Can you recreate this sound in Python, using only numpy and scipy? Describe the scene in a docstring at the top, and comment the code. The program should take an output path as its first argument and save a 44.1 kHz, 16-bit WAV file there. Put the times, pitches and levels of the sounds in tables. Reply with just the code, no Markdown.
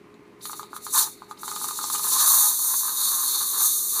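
"""A kitchen appliance hums softly, and a hand-held cream dispenser ticks faintly as it is handled. Gas hisses
out of the valve in a few hesitant bursts, squeaking through the narrow gap, then keeps flowing. Plugs of cream
pop in the nozzle, one by one at first, then as a dense sputter under the strong hiss. The dispenser rings a
little, and the stove's hard surfaces close by echo it all."""
import sys
import numpy as np
from scipy import signal
from scipy.fft import rfft, irfft
from scipy.io import wavfile

SR = 44100
rng = np.random.default_rng(int(sys.argv[2]) if len(sys.argv) > 2 else 0)


def output_pcm(signal):
    """Save a mono or channel-first signal as 16-bit PCM at the path in sys.argv[1].

    Samples are clipped to [-1, 1] before scaling.
    """
    pcm = np.clip(np.atleast_2d(signal).T, -1, 1) * 32767
    wavfile.write(sys.argv[1], SR, np.round(pcm).astype(np.int16))


N = 176400
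TIME = np.arange(N) / SR


def from_db(db):
    """Turn decibels into a number to multiply by."""
    return 10 ** (np.asarray(db) / 20)

def unit_power(x):
    """Scale a signal to an average power of 1."""
    return x / np.sqrt(np.mean(x ** 2) + 1e-20)

def curve(rows):
    """Join (seconds, value) points with straight lines."""
    return np.interp(TIME, *np.transpose(rows))

def drift(rate_hz):
    """A smooth random wander, about 1 in size."""
    r = np.exp(-2 * np.pi * rate_hz / SR)
    return unit_power(signal.lfilter([1], [1, -2 * r, r * r], rng.standard_normal(N + SR))[SR:])

def ring_of(colour, size=4096):
    """The short ring of a tap with this colour (how strong each frequency is)."""
    hz, db = np.transpose(colour)
    grid = np.maximum(np.fft.rfftfreq(size, 1 / SR), 1)
    gains = from_db(np.interp(np.log(grid), np.log(hz), db))
    front_load = 1 + np.sign(size / 2 - np.arange(size))  # packs the energy at the start
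    ring = irfft(np.exp(rfft(irfft(np.log(gains)) * front_load)))
    return ring / np.linalg.norm(ring)

def through(x, response):
    """Play a signal through a ring or an echo."""
    return signal.fftconvolve(x, response)[:N]

def clicks(per_s, spread_db):
    """Random clicks of uneven size."""
    sizes = from_db(spread_db * np.minimum(rng.exponential(1, N), 3))
    signs = rng.choice([-1, 1], N)
    return unit_power(sizes * signs * (rng.random(N) < per_s / SR))


# The appliance's tones. Each row: pitch in Hz, level in dB.
HUM_TONES = [(120, -69), (177.6, -67.5), (416, -57)]
# The room's rumble. Each row: frequency in Hz, relative level in dB.
ROOM_COLOUR = [(18, -57), (30, -24), (176, -8), (328, -3), (415, -4.5), (448, -12), (662, -18), (735, -18),
               (1690, -23.5), (2130, -18), (3230, -30.5), (15000, -48)]

def hum_and_rumble():
    """An appliance hums steadily over the soft noise of the room."""
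    hum = sum(from_db(db) * np.sqrt(2) * np.sin(2 * np.pi * (hz * TIME + rng.random()))
              for hz, db in HUM_TONES)
    rumble = through(rng.standard_normal(N), ring_of(ROOM_COLOUR))
    return hum + from_db(-52.1) * rumble


# The bright snap in a tick or pop. Each row: frequency in Hz, relative level in dB.
SNAP_COLOUR = [(200, -52), (2100, -12), (2800, -19.5), (3750, -4), (4400, -0.5), (5200, -21.5),
               (6800, -9.5), (15000, -39)]

def snaps(starts, levels_db, decay_s=0.0038):
    """Bursts of bright noise that start sharply and die at once."""
    envelope = sum(gain * (TIME >= start) * np.exp(-np.abs(TIME - start) / decay_s)
                   for start, gain in zip(starts, from_db(levels_db)))
    return through(envelope * rng.standard_normal(N), ring_of(SNAP_COLOUR))


# Ticks from handling the dispenser. Each row: start in seconds, level in dB.
HANDLING_TICKS = [(0.061, -83), (0.141, -55), (0.253, -65)]

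def handling_ticks():
    """The dispenser ticks faintly as it is handled, before the valve opens."""
    return snaps(*np.transpose(HANDLING_TICKS))


def waver(x, depth_db=2.5, rate_hz=38):
    """Split the hiss into five bands and let each waver on its own."""
    wavering, rest = 0, x
    for hz in np.geomspace(6500, 13000, 5):
        band = signal.sosfiltfilt(signal.butter(4, hz, fs=SR, output="sos"), rest)
        wavering = wavering + band * from_db(depth_db * drift(rate_hz))
        rest = rest - band
    return unit_power(wavering + rest)


# Loudness of the first bursts, the open stream and the nozzle's ring near 4 kHz.
# Each row: time in seconds, relative level in dB.
BURST_LEVELS = [(0.385, -79), (0.43, -40.5), (0.52, -36.5), (0.545, -43.5), (0.59, -38.5), (0.68, -66.5),
                (0.765, -38), (0.795, -58), (0.85, -34), (0.88, -42.5), (0.924, -33), (0.94, -19.5),
                (0.975, -15.5), (1.016, -19), (1.18, -56.5), (1.28, -62), (1.31, -48), (1.35, -68)]
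STREAM_LEVELS = [(1.42, -39), (1.68, -31), (1.83, -32.5), (1.93, -25.5), (1.96, -29.5), (2.12, -22),
                 (2.29, -15), (2.44, -16), (2.57, -24.5), (2.69, -21), (2.73, -25), (2.78, -22.5),
                 (2.92, -28.5), (3.06, -22.5), (3.2, -25), (3.55, -28), (3.66, -17.5), (3.69, -22.5),
                 (3.88, -27.5), (4.0, -25)]
NOZZLE_LEVELS = [(0.39, -80), (0.43, -47.5), (0.61, -51.5), (0.68, -60), (0.76, -51), (0.8, -55.5),
                 (0.92, -45), (0.96, -29.5), (1.02, -29.5), (1.1, -50), (1.35, -65.5), (1.46, -44.5),
                 (1.92, -39), (2.1, -37), (2.2, -26.5), (2.44, -24), (2.56, -32), (2.95, -33.5),
                 (3.06, -24), (3.16, -33.5), (3.36, -26), (3.5, -33.5), (3.66, -28), (3.86, -38),
                 (4.0, -30.5)]
# Colours of the hiss with cream in the way, the clear hiss and the nozzle's ring.
# Each row: frequency in Hz, relative level in dB.
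WET_COLOUR = [(200, -83), (3000, -23.5), (4700, -11.5), (5400, -12), (5900, -3), (7300, -1), (7900, -4.5),
              (9300, -1), (10400, 1.5), (11200, -5), (12400, -3.5), (13600, -4.5), (15200, -7)]
CLEAR_COLOUR = [(200, -45), (3000, -41.5), (4700, -17.5), (5400, -17.5), (5850, -6), (6300, 0), (7100, -2),
                (7700, -8.5), (8700, -0.5), (10200, 0.5), (11700, -3), (13600, 0.5), (15200, -9.5)]
NOZZLE_COLOUR = [(200, -70), (2200, -24), (2900, -28.5), (3350, -15), (3720, 4.5), (3950, -1.5), (4400, 4),
                 (4750, -11), (5400, -14), (8000, -73)]

def gas_hiss(clears_from_s=2.124, clears_by_s=2.38, calm_by_s=2.56):
    """The jet crackles with droplets and flutters, then smooths out as the nozzle blows clear."""
    cleared = np.clip((TIME - clears_from_s) / (clears_by_s - clears_from_s), 0, 1)
    flutter_db = 1.94 * np.clip(2 * (calm_by_s - TIME), .35, 1)
    flutter = from_db(flutter_db * drift(rate_hz=44))
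    rush = rng.standard_normal(N)
    droplets = from_db(-15) * clicks(per_s=250, spread_db=8)
    wet = from_db(-.5) * waver(through(rush + droplets, ring_of(WET_COLOUR)))
    clear = from_db(4) * through(rush + droplets, ring_of(CLEAR_COLOUR))
    flow = from_db(curve(np.vstack([BURST_LEVELS, STREAM_LEVELS])))
    jet = flow * ((1 - cleared) * wet + cleared * clear)
    nozzle_ring = through(rng.standard_normal(N), ring_of(NOZZLE_COLOUR))
    return flutter * (jet + from_db(curve(NOZZLE_LEVELS) - 1.5) * nozzle_ring)


# Gas squeaks. Each row: start in seconds, level in dB, first pitch in Hz, slide in Hz per second.
SQUEAKS = [(0.407, -46, 3280, 169995), (1.370, -46.5, 3260, 140000), (1.948, -37, 3294, -40000)]

def gas_squeaks(length_s=0.014, roughness=0.93):
    """Gas squeezes through a barely open gap in a rough, fast-sliding whistle."""
    out = np.zeros(N)
    for start, db, hz, slide in SQUEAKS:
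        t = np.clip(TIME - start, 0, length_s)
        phase = 2 * np.pi * (hz * t + slide * t * t / 2)
        swell = from_db(db) * np.sin(np.pi * t / length_s)
        out += swell * np.sin(phase + roughness * drift(rate_hz=900))
    return out


# Bursting plugs. Each row: start in seconds, relative level in dB, dB added for the snap only.
CREAM_POPS = [(0.454, -28.5, 2.5), (0.496, -25, -17), (0.531, -24.5, -7.5), (0.595, -23, -15),
              (0.63, -27.5, -5.5), (0.731, -23.5, -21), (0.764, -25, -9), (0.866, -22.5, -9.5),
              (1.065, -34, -14), (1.22, -27, -21), (1.311, -23, -12.5), (1.432, -22, -12), (1.479, -21, -7),
              (1.515, -22, -10), (1.562, -23, -5.5), (1.614, -24.5, -16.5), (1.643, -21, -12),
              (1.687, -23, -9), (1.709, -22, -11), (1.789, -20, -23), (1.812, -26, -18), (1.84, -20, -12),
              (1.9, -20.5, -9), (1.948, -19.5, -10), (1.994, -27, -2), (2.043, -24, -18)]
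# A pop's hollow ring. Each row: frequency in Hz, relative level in dB.
POP_COLOUR = [(100, -62), (600, -20), (740, -8), (860, 2), (1050, 5.5), (1240, 8.5), (1400, -1),
              (1720, -11), (2000, -42), (6000, -68)]

def cream_pops(pitch_spread=.035, colour_spread_db=2.2):
    """Each bursting plug gives a hollow ring of its own and a brighter snap of gas."""
    starts, levels_db, snap_db = np.transpose(CREAM_POPS)
    hz, colour_db = np.transpose(POP_COLOUR)
    rings = np.zeros(N + SR)
    for at, peak in zip((starts * SR).astype(int), from_db(levels_db - .5)):
        own_hz = hz * np.exp(pitch_spread * rng.standard_normal())
        own_db = colour_db + colour_spread_db * rng.standard_normal(len(hz))
        ring = ring_of(np.column_stack([own_hz, own_db]))
        rings[at:at + len(ring)] += peak * ring / np.abs(ring).max()
    return rings[:N], snaps(starts, levels_db + snap_db - 3)


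# The dispenser's own notes. Each row: pitch in Hz, strength in dB, seconds to fade by 60 dB.
DISPENSER_NOTES = [(871.5, -53.5, 0.064), (1246.4, -61, 0.22)]

def dispenser_ring(x):
    """The dispenser rings on faintly after the cream shakes it."""
    t = TIME[:SR // 2]
    ring = sum(from_db(db - 60 * t / fade_s) * np.cos(2 * np.pi * hz * t)
               for hz, db, fade_s in DISPENSER_NOTES)
    return x + through(x, ring)


def resonate(x, hz, width_hz, block=128):
    """Bring out a narrow band of sound around a moving pitch."""
    out, state = np.zeros(N), np.zeros(2)
    r = np.exp(-np.pi * width_hz / SR)
    for i in range(0, N, block):
        feedback = [1, -2 * r * np.cos(2 * np.pi * hz[i] / SR), r * r]
        out[i:i + block], state = signal.lfilter([1, 0, -1], feedback, x[i:i + block], zi=state)
    return out


# Loudness of the sputter. Each row: time in seconds, relative level in dB.
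SPUTTER_LEVELS = [(0.92, -64), (0.941, -29.5), (1.0, -30), (1.03, -38), (1.075, -38.5), (1.11, -70),
                  (1.38, -56), (1.5, -50.5), (1.9, -51.5), (1.96, -41), (2.02, -48.5), (2.07, -35.5),
                  (2.11, -42), (2.155, -28.5), (2.35, -31.5), (2.46, -33), (2.55, -39.5), (2.62, -41),
                  (2.745, -33.5), (2.765, -49), (2.82, -43.5), (2.85, -37.5), (2.97, -39), (3.02, -36.5),
                  (3.4, -39.5), (3.51, -43), (3.61, -33), (3.65, -31), (3.72, -46.5), (3.89, -52),
                  (3.98, -33)]
# Colour of the spray. Each row: frequency in Hz, relative level in dB.
SPRAY_COLOUR = [(80, -52), (650, -19.5), (860, -7.5), (1200, -1.5), (1450, -8.5), (1750, -8.5),
                (1950, -21.5), (2800, -23.5), (6000, -41)]
# The gurgle sinks as a spurt empties the nozzle. Each row: time in seconds, pitch in Hz.
GURGLE_PITCHES = [(0.95, 1040), (1.08, 840), (2.0, 980), (2.28, 1120), (2.46, 890), (2.6, 1036),
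                  (3.65, 1114)]

def cream_sputter():
    """Shreds of cream hit the nozzle in quick, uneven lumps, making a spray and a sliding gurgle."""
    spits = unit_power(clicks(per_s=420, spread_db=2) + .5 * rng.standard_normal(N))
    spray = through(spits, ring_of(SPRAY_COLOUR))
    gurgle = unit_power(resonate(spray, curve(GURGLE_PITCHES), width_hz=120))
    lumps = from_db(2.2 * drift(rate_hz=32))
    sputter = unit_power(lumps * (from_db(-3) * spray + from_db(-1) * gurgle))
    return from_db(curve(SPUTTER_LEVELS) + 1) * sputter


# Echoes off the stove top and its back panel. Each row: delay in milliseconds, relative strength.
STOVE_ECHOES = [(5.8, 0.32), (8.3, .26), (10.6, .28), (15.5, 0.24)]

def kitchen(x, echo_share, fade_s=0.18, tail_delay_s=.012):
    """The sound arrives directly, then off the stove, then as a short wash from the room."""
    t = TIME[:SR // 2]
    tail = rng.standard_normal(len(t)) * from_db(-60 * t / fade_s) * (t > tail_delay_s)
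    response = from_db(-12.5) * tail / np.linalg.norm(tail)
    response[0] = 1
    for ms, strength in STOVE_ECHOES:
        response[int(ms * SR / 1000)] += strength * echo_share
    return through(x, response)


def scene():
    """The dispenser in the kitchen; its low sounds echo a little more than its high ones."""
    pop_rings, pop_snaps = cream_pops()
    ticks = handling_ticks()
    low = kitchen(dispenser_ring(pop_rings + cream_sputter()), echo_share=0.87)
    high = kitchen(ticks + gas_hiss() + gas_squeaks() + pop_snaps, echo_share=0.81)
    return (low + high + hum_and_rumble())[None]

def record(dry, attack_s=0.31, threshold_db=-25.5, recovery_db_per_s=3, cutoff_hz=15450):
    """A slow volume control turns loud stretches down, and the highest treble is cut steeply."""
    r = np.exp(-1 / (attack_s * SR))
    loudness_db = 10 * np.log10(signal.lfilter([1 - r], [1, -r], dry[0] ** 2) + 1e-12)
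    wanted_cut_db = .5 * np.maximum(loudness_db - threshold_db, 0)
    recovery_db = recovery_db_per_s * TIME
    cut_db = np.maximum.accumulate(wanted_cut_db + recovery_db) - recovery_db
    treble_cut = signal.ellip(12, .2, 90, cutoff_hz, fs=SR, output="sos")
    return signal.sosfilt(treble_cut, dry * from_db(-cut_db))


dry = scene()
out = record(dry)
output_pcm(out)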